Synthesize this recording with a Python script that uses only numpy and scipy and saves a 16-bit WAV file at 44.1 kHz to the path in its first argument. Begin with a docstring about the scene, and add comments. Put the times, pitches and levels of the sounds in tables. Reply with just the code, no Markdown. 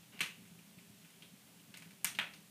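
"""A low flutter of flames and a thin sizzle of gas, then a loud pop: a log fire in a brick fireplace,
heard from one microphone a few metres away in a quiet living room. Pockets of gas burst in the wood,
three loud pops and some small crackles, each a woody knock with a bright snap, thrown back by the
firebox and the room. The flames flutter in the low resonances of the hearth, over a faint even hiss."""
import sys
import numpy as np
from scipy import signal
from scipy.fft import rfft, irfft, next_fast_len
from scipy.io import wavfile
from scipy.ndimage import map_coordinates

SR = 44100
rng = np.random.default_rng(int(sys.argv[2]) if len(sys.argv) > 2 else 0)


def digitize_waveform(pressure):
    """Quantize a signal to 16-bit integers and store it at the path in sys.argv[1].

    Rows of a 2-D input are taken as channels; values are limited to [-1, 1].
    """
    field = np.atleast_2d(pressure).T
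    bounded = np.clip(field, -1, 1)
    quanta = np.round(bounded * 32767).astype(np.int16)
    wavfile.write(sys.argv[1], SR, quanta)


N = 110250

# The hiss behind the fire. Each row: frequency in Hz, relative level in dB.
HISS_SPECTRUM = [(20, -34), (100, -6.5), (600, -0.5), (1000, -3.5), (1700, -0.5), (2300, 1), (2900, 3),
                 (3700, 0), (5000, -2), (7000, -1.5), (9000, -1), (12000, -3), (15300, -4.5)]
# The hearth's low resonances. Each row: frequency in Hz, relative level in dB.
HEARTH_SPECTRUM = [(15, -55), (30, -39), (45, -43), (64, -32), (78, -17.5), (95, -18), (122, -5.5),
                   (146, -13), (168, 3), (195, -3), (215, -4), (245, -13), (295, -8.5), (348, -26.5),
                   (396, -10), (440, -22.5), (650, -22), (1100, -27.5), (3000, -51)]
# Puffs of gas favour the deepest resonances. Each row: frequency in Hz, gain in dB.
PUFF_TILT = [(50, -6), (120, -0.5), (210, 0.5), (300, -3.5), (600, -13.5)]
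# Flares of the flames. Each row: time of the peak in seconds, level in dB.
FLAME_FLARES = [(.015, -64), (0.151, -56.5), (.39, -56), (0.427, -57.5), (.455, -60.5), (0.518, -58),
                (.68, -63), (.78, -58.5), (0.829, -60.5), (0.909, -55), (.955, -58), (1.05, -59.5),
                (1.18, -65), (1.342, -56.5), (1.449, -60), (1.611, -68), (1.70, -59), (1.81, -59),
                (1.866, -57.5), (1.93, -62), (2.06, -57.5), (2.17, -61)]
# Gas escaping from the log. Each row: frequency in Hz, relative level in dB.
JET_SPECTRUM = [(100, -30), (700, -4), (1200, -7), (1800, -4), (2300, 0), (2650, -4), (2900, 5), (3200, -6),
                (4500, -18), (15000, -30)]
# Reflections off firebox, floor and ceiling. Each row: delay in seconds, level in dB,
# smear as t60 in seconds.
REFLECTIONS = [(.0018, -4.5, .002), (.0036, -2, 0.0015), (0.0105, -3, 0.006), (.026, -8, 0.056)]
# The firebox's ringing. 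Each row: frequency in Hz, relative level in dB, t60 in seconds.
FIREBOX_MODES = [(940, 0.5, 0.2), (1103, -10, 0.22), (1261, -6.5, 0.32), (1494, 2.5, 0.19),
                 (1690, 2.5, 0.14), (1850, -7, 0.17), (2064, 0, 0.16), (2280, -3, 0.22), (2364, 4.5, 0.11),
                 (2574, -6.5, 0.35), (2754, -10, 0.26), (2817, -2.5, 0.2)]
# The living room's decay. Each row: frequency in Hz, t60 in seconds.
ROOM_DECAY = [(200, 0.69), (1000, 0.32), (2600, .33), (3500, .29), (6000, 0.3), (12000, 0.25),
              (16000, 0.44)]
# A woody knock pitched at KNOCK_HZ. Each row: frequency in Hz, gain in dB.
KNOCK_SPECTRUM = [(20, -49), (100, -28.5), (300, -19.5), (540, -23), (760, -13), (1100, -12.5), (1600, -7),
                  (2100, -4), (2550, -2.5), (3200, -5.5), (4200, -12), (5000, -24), (9000, -41)]
# The snap of splitting fibres. Each row: frequency in Hz, gain in dB.
SNAP_SPECTRUM = [(20, -55), (100, -73), (520, -27.5), (850, -8.5), (3000, -1), (5000, -4), (6200, 1),
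                 (7400, -3), (9200, 2.5), (10700, -7.5), (12600, -4), (14000, -15), (15500, -18)]
# The snap's treble beams straight at the microphone. Each row: frequency in Hz, gain in dB.
SNAP_BEAM = [(1000, -2), (5000, -23), (8000, -4), (10000, -0.5), (12500, 1.5), (15000, -3)]
# Bursts in the wood. Each row: start in seconds, knock in dB, its pitch in Hz, its width as a ratio,
# splinter's ring in Hz, snap in dB, extra gain of the direct snap in dB, thump in dB.
GAS_BURSTS = [(0.1925, -11, 2700, 1.2, 2800, -26, 4, -27), (0.2064, 8.5, 2700, 0.82, 2850, -7.5, -4, 4),
              (0.209, 6.5, 2800, 0.87, 2360, -9.5, -11, 4.5), (0.26, -16, 2700, 0.55, 2820, -25, -3, -26),
              (.2722, -17, 2600, 1.2, 2460, -31, 0, -35), (.4530, -24.5, 2570, .9, 2570, -39, -5, -40),
              (.5899, -24, 2700, 0.64, 2800, -35, 0, -42), (0.7863, -22, 2750, 1, 2330, -36, -7, -38),
              (1.0480, -23.5, 2180, 1.3, 2940, -36, 0, -40), (1.1030, -28, 2600, 0.73, 2970, -32.5, 0, -40),
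              (1.2230, -13.5, 3050, .85, 3250, -32, -21, -42), (1.598, -25, 3020, 0.49, 3000, -37, -4, -45),
              (1.7409, -11, 2780, 1.2, 2990, -27, -4, -27), (1.7717, -16, 2620, 0.85, 2140, -31, -5, -27),
              (1.7731, -22, 2820, 1.2, 3200, -22.5, 7, -32), (1.8222, -15.5, 2380, 1.25, 2180, -29, 0, -34),
              (1.9081, -22, 2300, 1.45, 2210, -32.5, 2, -37), (2.0455, 3, 2250, 1, 3400, 0, 10, -13.5),
              (2.1496, -9.5, 3380, 0.76, 2900, -25, -6, -5), (2.1881, 10.5, 2280, 1.1, 3240, -16, 4.5, 6),
              (2.3367, -15.5, 3200, 1.13, 2820, -26, -18, -35)]

KNOCK_HZ = 2500


def amp(db):
    """Decibels to gain."""
    return 10 ** (np.asarray(db) / 20)


def unit_rms(x):
    """Scale to rms 1."""
    return x / np.sqrt(np.mean(x ** 2) + 1e-20)


def unit_energy(x):
    """Scale to energy 1."""
    return x / np.sqrt(np.sum(x ** 2) + 1e-20)


def along(points, hz):
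    """Read (Hz, value) points on a log axis."""
    freqs, values = np.transpose(points)
    return np.interp(np.log(hz + 1), np.log(freqs + 1), values)


def add(track, start_s, sound):
    """Mix a sound into the track."""
    part = track[max(0, round(start_s * SR)):][:len(sound)]
    part += sound[:len(part)]


def noise(spectrum):
    """Coloured noise of rms 1."""
    gain = amp(along(spectrum, np.fft.rfftfreq(N, 1 / SR)))
    return unit_rms(irfft(rfft(rng.standard_normal(N)) * gain, N))


def fading_noise(t, t60_s):
    """Noise of energy 1 that falls 60 dB in t60_s."""
    return unit_energy(rng.standard_normal(len(t)) * amp(-60 * t / t60_s))


def wobble(rate_hz):
    """A smooth random curve, rate_hz knots a second."""
    return map_coordinates(rng.standard_normal(N // 100), [np.arange(N) * rate_hz / SR])


def click(gain):
    """The shortest causal pulse with these gains, evenly spaced from 0 Hz to SR / 2."""
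    cepstrum = irfft(np.log(gain + 1e-6))
    half = len(cepstrum) // 2
    cepstrum[1:half] *= 2
    cepstrum[half + 1:] = 0
    return irfft(np.exp(rfft(cepstrum)))


def hiss(level_db=-63.5):
    """A faint, even hiss behind everything."""
    return amp(level_db) * noise(HISS_SPECTRUM)


def puff_gain(size):
    """How the hearth resonates to a puff of gas, over the bins of an FFT of this size."""
    hz = np.fft.rfftfreq(size, 1 / SR)
    return amp(along(HEARTH_SPECTRUM, hz) + along(PUFF_TILT, hz))


def flames(level_db=-64.5, flutter_db=1.5, flare_sigma_s=.01):
    """Flames drive the hearth's low resonances: a flutter, and a deep puff with each flare."""
    t = np.arange(N) / SR
    flares = sum(amp(db) * np.exp(-.5 * ((t - s) / flare_sigma_s) ** 2) for s, db in FLAME_FLARES)
    rumble = unit_rms(irfft(rfft(rng.standard_normal(N)) * puff_gain(N), N))
    flutter = amp(level_db + flutter_db * wobble(rate_hz=14))
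    return flutter * noise(HEARTH_SPECTRUM) + flares * rumble


def gas_jet(start_s=.123, end_s=.205, edge_s=.003, level_db=-61):
    """Gas sizzles out of the log, faintly whistling, just before the first loud pop."""
    t = np.arange(N) / SR
    gate = (np.tanh((t - start_s) / edge_s) - np.tanh((t - end_s) / edge_s)) / 2
    return amp(level_db) * gate * noise(JET_SPECTRUM)


def echoes(room_delay_s=.02, room_rise_s=.0033):
    """What firebox and room throw back to the microphone from one spot in the fire."""
    n = SR // 3
    t = np.arange(n) / SR
    walls = np.zeros(n)
    for delay_s, db, smear_s in REFLECTIONS:
        add(walls, delay_s, amp(db) * fading_noise(t, smear_s))
    firebox = unit_energy(sum(amp(db - 60 * t / t60) * np.sin(2 * np.pi * (hz * t + rng.random()))
                              for hz, db, t60 in FIREBOX_MODES))
    # each band of the room's tail dies at its own rate
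    hz, when, bands = signal.stft(rng.standard_normal(n), SR, nperseg=256)
    decay = amp(-60 * when / along(ROOM_DECAY, hz)[:, None])
    tail = signal.istft(bands * decay, SR, nperseg=256)[1][:n]
    room = unit_energy(tail * (1 + np.tanh((t - room_delay_s) / room_rise_s)))
    brick_scatter = fading_noise(t, t60_s=.1)
    return walls + amp(5.5) * brick_scatter + amp(-5.5) * firebox + amp(3.5) * room


def burst(knock_db, pitch_hz, width, ring_hz, snap_db, direct_db):
    """Wood splits: a knock, a ringing splinter and a snap reach the microphone, then their echoes."""
    hz = np.fft.rfftfreq(2048, 1 / SR)
    body = amp(along(KNOCK_SPECTRUM, KNOCK_HZ * (hz / pitch_hz) ** (1 / max(width, .5))))
    splinter = amp(-1.5) / (1 + ((hz - ring_hz) / 102) ** 2)  # half-width 102 Hz
    knock = amp(knock_db) * np.hypot(body, splinter)
    snap = amp(snap_db + along(SNAP_SPECTRUM, hz))
    beamed_snap = snap * amp(direct_db + along(SNAP_BEAM, hz))
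    direct = click(np.hypot(knock, beamed_snap))
    response = echoes()
    out = signal.fftconvolve(click(np.hypot(knock, snap)), response)
    add(out, 0, direct)
    add(out, .0004, amp(-1.5) * direct)  # the fibres give way in two quick steps
    return out / np.sqrt(1 + np.sum(response ** 2))


def embers(count=14, weakest_db=-32, spread_db=6):
    """The embers give tiny crackles at random moments."""
    out = np.zeros(N)
    for moment, size, pitch in rng.random((count, 3)):
        db = weakest_db + spread_db * size
        hz = KNOCK_HZ * (1 + .3 * pitch)
        add(out, moment * N / SR, burst(db, hz, width=.7, ring_hz=hz, snap_db=db - 17, direct_db=0))
    return out


def pops():
    """Each pocket of gas cracks the wood, and its puff thumps the hearth."""
    out = np.zeros(N)
    t = np.arange(SR // 2) / SR
    hearth = click(puff_gain(8192))
    for start_s, knock_db, pitch_hz, width, ring_hz, snap_db, direct_db, thump_db in GAS_BURSTS:
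        add(out, start_s, burst(knock_db, pitch_hz, width, ring_hz, snap_db, direct_db))
        puff = fading_noise(t, t60_s=.22)
        add(out, start_s, amp(thump_db) * signal.fftconvolve(hearth, puff))
    return out


def scene():
    """The fire from a few metres away, in mono, over a steady hiss."""
    return (pops() + gas_jet() + embers() + flames() + hiss())[None]


def record(dry):
    """The recorder keeps nothing above its band limit."""
    top_hz = 15450
    size = next_fast_len(N + SR // 2)
    passband = np.fft.rfftfreq(size, 1 / SR) < top_hz
    return irfft(rfft(dry, size) * passband, size)[..., :N]


dry = scene()
out = record(dry)
digitize_waveform(out)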